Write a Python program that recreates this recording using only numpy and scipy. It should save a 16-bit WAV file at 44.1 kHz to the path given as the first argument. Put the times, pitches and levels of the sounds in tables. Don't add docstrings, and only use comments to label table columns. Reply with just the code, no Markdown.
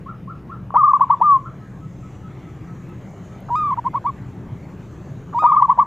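import sys
import numpy as np
from scipy import signal
from scipy.fft import rfft, irfft
from scipy.io import wavfile
from scipy.ndimage import uniform_filter1d

SR = 44100
rng = np.random.default_rng(int(sys.argv[2]) if len(sys.argv) > 2 else 0)


def generate_wav(sig):
    pcm = np.round(np.clip(np.atleast_2d(sig).T, -1, 1) * 32767).astype(np.int16)
    wavfile.write(sys.argv[1], SR, pcm)


N = 258426

# start_s, hum_db, hiss_db, insects_db
STREET_LEVELS = [(0.0, -35, -52, -91), (0.591, -35.5, -53, -93.5), (0.88, -40, -52, -76),
                 (1.601, -35.5, -51.5, -72.5), (1.989, -36, -50.5, -66), (2.27, -36, -48.5, -70),
                 (2.69, -34.5, -50, -68), (3.31, -35, -49, -67.5), (3.74, -35.5, -49, -75),
                 (4.32, -34, -50, -71), (5.32, -35, -50, -68.5), (5.52, -39.5, -49.5, -65),
                 (5.86, -39, -52, -72)]
# frequency_hz, density_db (per Hz)
HUM_SPECTRUM = [(15, -30.5), (25, -18), (35, -12), (47, -22), (70, -7.5), (95, -9), (125, 2), (150, -7),
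                (183, -1.5), (215, -12.5), (300, -13.5), (400, -17.5), (660, -32), (1000, -64)]
HISS_SPECTRUM = [(290, -20), (500, -1.5), (737, -1), (1170, -4), (1310, -5.5), (1410, -7), (1530, -7),
                 (2330, -12.5), (2650, -16), (3100, -18.5), (5130, -30), (6640, -29), (9110, -42),
                 (12000, -38.5), (15500, -42.5)]
# centre_hz, width_hz, relative_level_db
INSECT_BANDS = [(4250, 350, -1.5), (5780, 270, -1), (6620, 1400, 3.5), (7240, 610, -0.5)]
# frequency_hz, side_against_mid_db
STREET_WIDTH = [(60, -27.5), (300, -30), (800, -23.5), (2700, -20), (4200, -22), (7600, -20), (8600, -2.5),
                (10500, -4), (15000, -11.5)]
# start_s, pitch_hz, level_db
WHISTLE_PATH = [(4.6, 4350, -90), (4.64, 4400, -70), (4.75, 4200, -76), (4.95, 4200, -75), (5.1, 4500, -72),
                (5.16, 4400, -90)]

# start_s, level_db, length_s
FAR_CALLS = [(0.056, -31.5, 0.052), (0.271, -32, .045), (0.49, -31.5, .045), (0.716, -31.5, 0.05),
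             (1.435, -31.5, 0.038)]
FAR_LOW_HZ, FAR_RISE_HZ = 981, 388
# start_s, level_db
FAR_PIPS = [(1.59, -51), (1.80, -50), (2.01, -51), (2.22, -49), (2.44, -52), (2.66, -49), (2.87, -52),
            (3.29, -53)]

# start_s, level_db
WIRE_TICKS = [(2.8908, -55), (3.1063, -60), (3.25, -59), (3.4047, -51), (5.1094, -65.5)]
TICK_HZ = 12000
# start_s, level_db, pitch_hz
LOW_BUMPS = [(1.832, -27.5, 140), (4.507, -23, 114), (5.093, -25.5, 129)]

# start_s, flip_after_s, length_s, low_hz, top_hz, start_level_db, flip_level_db, settled_level_db
FRONT_NOTES = [(3.5012, 0.054, 0.21, 1001, 1250, -22, -16.5, -20.5),
               (3.704, 0.02, 0.043, 937, 1086, -20.5, -18.5, -17.5),
               (3.7728, 0.0109, 0.029, 946, 976, -24, -23, -17),
               (3.848, 0.02, 0.041, 988, 1080, -28.5, -14.5, -19.5),
               (3.9422, 0.014, 0.046, 984, 1140, -24, -15, -23),
               (4.0475, 0.0154, 0.061, 980, 1165, -26, -15.5, -19.5),
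               (5.3433, 0.045, 0.18, 987, 1254, -21.5, -15.5, -21.5),
               (5.533, 0.0166, 0.0407, 940.5, 1114, -24.5, -22, -19),
               (5.6, 0.012, 0.032, 941, 984, -24.5, -23.5, -17),
               (5.6782, 0.015, 0.051, 944, 1038, -32, -14.5, -33),
               (5.7731, 0.017, 0.0495, 979, 1127, -32, -12.5, -14.5)]
LEFT_NOTES = [(0.7545, 0.012, 0.074, 976, 1244, -12.5, -7.5, -13.5),
              (0.8258, 0.0089, 0.052, 1082, 1218, -23, -10, -9),
              (0.8738, 0.008, 0.05, 1114, 1214, -20, -9.5, -11),
              (0.9318, 0.005, 0.044, 1036, 1182, -14.5, -7, -13),
              (1.0062, 0.0068, 0.042, 985, 1152, -13, -7.5, -12.5),
              (1.0979, 0.0091, 0.052, 954, 1176, -19.5, -6.5, -14.5),
              (1.2115, 0.0095, 0.17, 949, 1218, -12.5, -8, -17),
              (5.4395, 0.024, 0.075, 987, 1255, -9.5, -9, -21.5),
              (5.5157, 0.0057, 0.0426, 1010, 1237, -14, -9, -14.5),
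              (5.5608, 0.0077, 0.049, 1071, 1222, -18.5, -9, -11.5),
              (5.6203, 0.0056, 0.042, 995, 1176, -10, -6, -15),
              (5.6932, 0.0071, 0.04, 959, 1155, -15.5, -6.5, -15),
              (5.7855, 0.009, 0.051, 939.5, 1182, -18.5, -7, -15)]
# start_s, length_s, level_db
FRONT_CATCHES = [(3.484, .016, -28), (3.765, .007, -32), (3.840, 0.0074, -31.5), (3.933, 0.0098, -29),
                 (4.041, 0.0066, -29.5), (5.327, 0.017, -28.5)]
LEFT_CATCHES = [(.7045, .001, -21), (0.7403, .016, -13.5), (0.995, .004, -23), (1.091, .004, -29),
                (1.202, .004, -24), (5.422, .018, -16), (5.773, .004, -23)]
# multiple, before_flip_db, at_flip_db, settled_db
FRONT_OVERTONES = [(2, -41, -25, -34.5), (3, -45, -31.5, -45), (4, -51.5, -34.5, -57),
                   (5, -53.5, -42.5, -63), (6, -54.5, -36.5, -65.5), (7, -60, -51, -60),
                   (8, -53.5, -62.5, -79), (9, -79, -50, -74.5), (10, -89.5, -50.5, -79)]
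LEFT_OVERTONES = [(2, -38.5, -27.5, -56.5), (3, -54, -35, -60.5), (4, -65, -48, -72.5), (5, -76, -61, -79)]
# top_place (0-1), sink_hz, late_level_db, end_level_db, fall_s, quaver_hz
FRONT_ARCH = [(0.28, 165, -20.3, -27, 0.007, 3), (0.15, 130, -19.5, -21, 0.0053, 41.5)]
LEFT_ARCH = [(.33, 225, -15, -12.5, 0.0088, 0.01), (.14, 190, -10, -15, 0.016, 0.0027)]
# scoop_hz, patience_s (later flips jump), jump_hz_per_s of further delay
FRONT_LOW = (75, .016, 5000)
LEFT_LOW = (57, .009, 7000)
LONG_S = .1
SLUR_S = .004

# frequency_hz, gain_db
BODY_SHADE = [(1300, 0), (1900, -7), (3300, -6), (5000, -5.5), (8000, 0)]
EDGE_HZ = 15550


def amp(db):
    return 10 ** (np.asarray(db) / 20)


def evened(x):
    return x / np.sqrt(np.mean(x ** 2) + 1e-20)


def read(points, hz):
    f, value = np.transpose(points)
    return np.interp(np.log(hz + 1), np.log(f + 1), value)


def add(mix, s, sound):
    part = mix[round(s * SR):][:len(sound)]
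    part += sound[:len(part)]


def ring(x, hz, width):
    return signal.lfilter(*signal.iirpeak(hz, hz / width, SR), x)


def flutter(depth_db, count):
    wander = rng.standard_normal(N)
    for _ in range(2):
        wander = uniform_filter1d(wander, size=count)
    return amp(depth_db * evened(wander))


def noise(spectrum_db, size, patchy_db, count):
    frames, hz = 4 * N // size + 5, np.fft.rfftfreq(size, 1 / SR)
    a, b, c, d, patches = rng.standard_normal((frames, len(hz), 5)).T
    patches = uniform_filter1d(patches, size=7, axis=0)
    patches = evened(uniform_filter1d(patches, size=count, axis=1))
    mid = a + 1j * b
    side = (c + 1j * d) * amp(read(STREET_WIDTH, hz))[:, None]
    gain = amp(spectrum_db(hz)[:, None] + patchy_db * patches)
    spectra = np.array([mid + side, mid - side]) * gain
    sound = signal.istft(spectra, nperseg=size, noverlap=3 * size // 4)[1]
    return evened(sound[:, :N])


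def insect_spectrum_db(hz):
    power = sum(amp(2 * db) / (1 + (2 * (hz - f) / w) ** 4) for f, w, db in INSECT_BANDS)
    return 10 * np.log10(power)


def street():
    s, *levels = np.transpose(STREET_LEVELS)
    hum_db, hiss_db, insect_db = (np.interp(np.arange(N) / SR, s, c) for c in levels)
    hum = noise(lambda hz: read(HUM_SPECTRUM, hz), size=4096, patchy_db=1.0, count=9)
    hiss = noise(lambda hz: read(HISS_SPECTRUM, hz), size=1024, patchy_db=2.5, count=15)
    hiss = hiss * flutter(0.65, count=1500)
    insects = noise(insect_spectrum_db, size=1024, patchy_db=3.5, count=70) * flutter(1.5, count=1500)
    hum_lean = amp([[.55], [-.55]])
    return amp(hum_db) * hum * hum_lean + amp(hiss_db) * hiss + amp(insect_db) * insects


def whistle():
    s, hz, db = np.transpose(WHISTLE_PATH)
    t = np.arange(N) / SR
    turns = np.cumsum(np.interp(t, s, hz) * flutter(.12, count=300)) / SR
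    level = amp(np.interp(t, s, db, -200, -200)) * flutter(4.0, count=400)
    return level * np.sin(2 * np.pi * turns)


def echo(x, t60, after):
    t = np.arange(SR // 2) / SR
    signs = rng.choice([-1., 1.], (2, len(t)))
    kept = rng.random((2, len(t))) < .05
    taps = signs * kept * amp(-60 * t / t60) * (t > after)
    return signal.fftconvolve(x[None], taps / np.linalg.norm(taps[0]), axes=1)[:, :N]


def far_doves():
    calls, pips = np.zeros(N), np.zeros(N)
    for s, db, length in FAR_CALLS:
        u = np.arange(0, 1, 1 / (length * SR))
        climb = np.interp(u, [0, .7, 1], [0, 1.08, .45])
        turns = np.cumsum(FAR_LOW_HZ + FAR_RISE_HZ * climb) / SR
        add(calls, s, amp(db) * signal.windows.tukey(len(u), .3) * np.sin(2 * np.pi * turns))
    t = np.arange(0, .08, 1 / SR)
    for s, db in FAR_PIPS:
        add(pips, s, amp(db) * np.sqrt(2) * np.hanning(len(t)) * np.sin(2 * np.pi * 1290 * t))
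    wet = echo(calls + .5 * pips, .22, .001)
    wet *= np.linalg.norm(calls) / np.linalg.norm(wet[0])
    return amp(-14) * calls + pips + wet[0] + .15 * wet


def knocks():
    out, t = np.zeros(N), np.arange(0, .05, 1 / SR)
    for s, db in WIRE_TICKS:
        wire = evened(ring(rng.standard_normal(len(t)), TICK_HZ, 4000))
        add(out, s, amp(db) * np.exp(-t / 0.0014) * wire)
    for s, db, hz in LOW_BUMPS:
        add(out, s, amp(db) * np.sin(np.pi * t / .05) ** 2 * np.sin(2 * np.pi * hz * t))
    return out


def shapes(notes, low_rule, arch):
    scoop_hz, patience, jump = low_rule
    last_s, last_hz = -1, 0
    for s, flip, length, low, top, *levels_db in notes:
        place, sink_hz, late_db, end_db, fall, quaver = arch[int(length > LONG_S)]
        start = last_hz if s - last_s < SLUR_S else low - scoop_hz
        high = min(low + jump * max(flip - patience, 0), top)
        last_s, last_hz = s + length, top - sink_hz
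        yield s, flip, length, start, low, high, top, place, last_hz, *levels_db, late_db, end_db, fall, quaver


def note(row, tones, fade, dull_db):
    s, flip, length, start, low, high, top, place, end, *levels_db, fall, quaver = row
    t = np.arange(0, length, 1 / SR)
    after, short = length - flip, length <= LONG_S
    u = np.clip((t - flip) / after, 0, 1)
    rise = (top - high) * np.clip(1 - u / place, 0, 1) ** 2
    sink = (top - end) * np.clip((u - place) / (1 - place), 0, 1) ** (2 if short else 1.2)
    wobble = quaver * u * np.cos(2 * np.pi * 27 * (t - length) + 2.16)
    hz = np.where(t < flip, start + (low - start) * t / flip, top - rise - sink + wobble)
    hz = uniform_filter1d(hz, size=130, mode="nearest")
    turns = 2 * np.pi * np.cumsum(hz) / SR

    times = [0, flip, flip + min(.008, .3 * after), flip + .6 * after, length]
    edges = np.clip(t / .004, 0, 1) * np.clip((length - t) / fall, 0, 1)
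    level = np.sqrt(2) * amp(np.interp(t, times, levels_db)) * edges

    flare = np.exp(-abs(t - flip - .003) / np.where(t < flip + .003, .004, fade))
    flare = flare * np.clip((top - low - 50) / 150, .15, 1)
    voice = np.sin(turns)
    for k, (_, before_db, flip_db, settled_db) in enumerate(tones, 2):
        calm_db = np.where(t < flip, before_db, settled_db)
        dulling = short * dull_db * (k - 1) * flare
        tone_db = flare * flip_db + (1 - flare) * calm_db - dulling
        voice = voice + amp(tone_db) * np.sin(k * turns)
    return s, level * voice


def dove(notes, catches, tones, fade, dull_db):
    out, t = np.zeros(N), np.arange(0, .012, 1 / SR)
    for row in notes:
        add(out, *note(row, tones, fade, dull_db))
    swell = (t / .0014) ** 2 * np.exp(2 - 2 * t / .0014)
    for s, length, db in catches:
        for at in np.arange(0, length, .0033):
            late, size, hz = rng.uniform([0, .8, 750], [.001, 1.1, 1250])
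            strength = amp(db) * np.sqrt(2) * size * (.6 + .5 * at / length)
            add(out, s + at + late, strength * swell * np.sin(2 * np.pi * hz * t))
    return out


def front_dove():
    notes = shapes(FRONT_NOTES, FRONT_LOW, FRONT_ARCH)
    return dove(notes, FRONT_CATCHES, FRONT_OVERTONES, fade=.065, dull_db=5)


def left_dove():
    notes = shapes(LEFT_NOTES, LEFT_LOW, LEFT_ARCH)
    left = dove(notes, LEFT_CATCHES, LEFT_OVERTONES, fade=.006, dull_db=0)
    shaded = irfft(rfft(left) * amp(read(BODY_SHADE, np.fft.rfftfreq(N, 1 / SR))), N)
    ports = np.array([amp(2.18) * np.roll(left, 2), amp(0.1) * shaded])
    eave = echo(left, .3, .02)
    return ports + amp(-18) * (eave[0] + 0.13 * eave)


def scene():
    background = street() + whistle() + far_doves() + knocks()
    return background + front_dove() + left_dove()


def record(dry):
    clipped = np.clip(dry, -.97, .97)
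    band = signal.firwin(511, EDGE_HZ, window=("kaiser", 9), fs=SR)
    return signal.oaconvolve(clipped, band[None], "same")


dry = scene()
out = record(dry)
generate_wav(out)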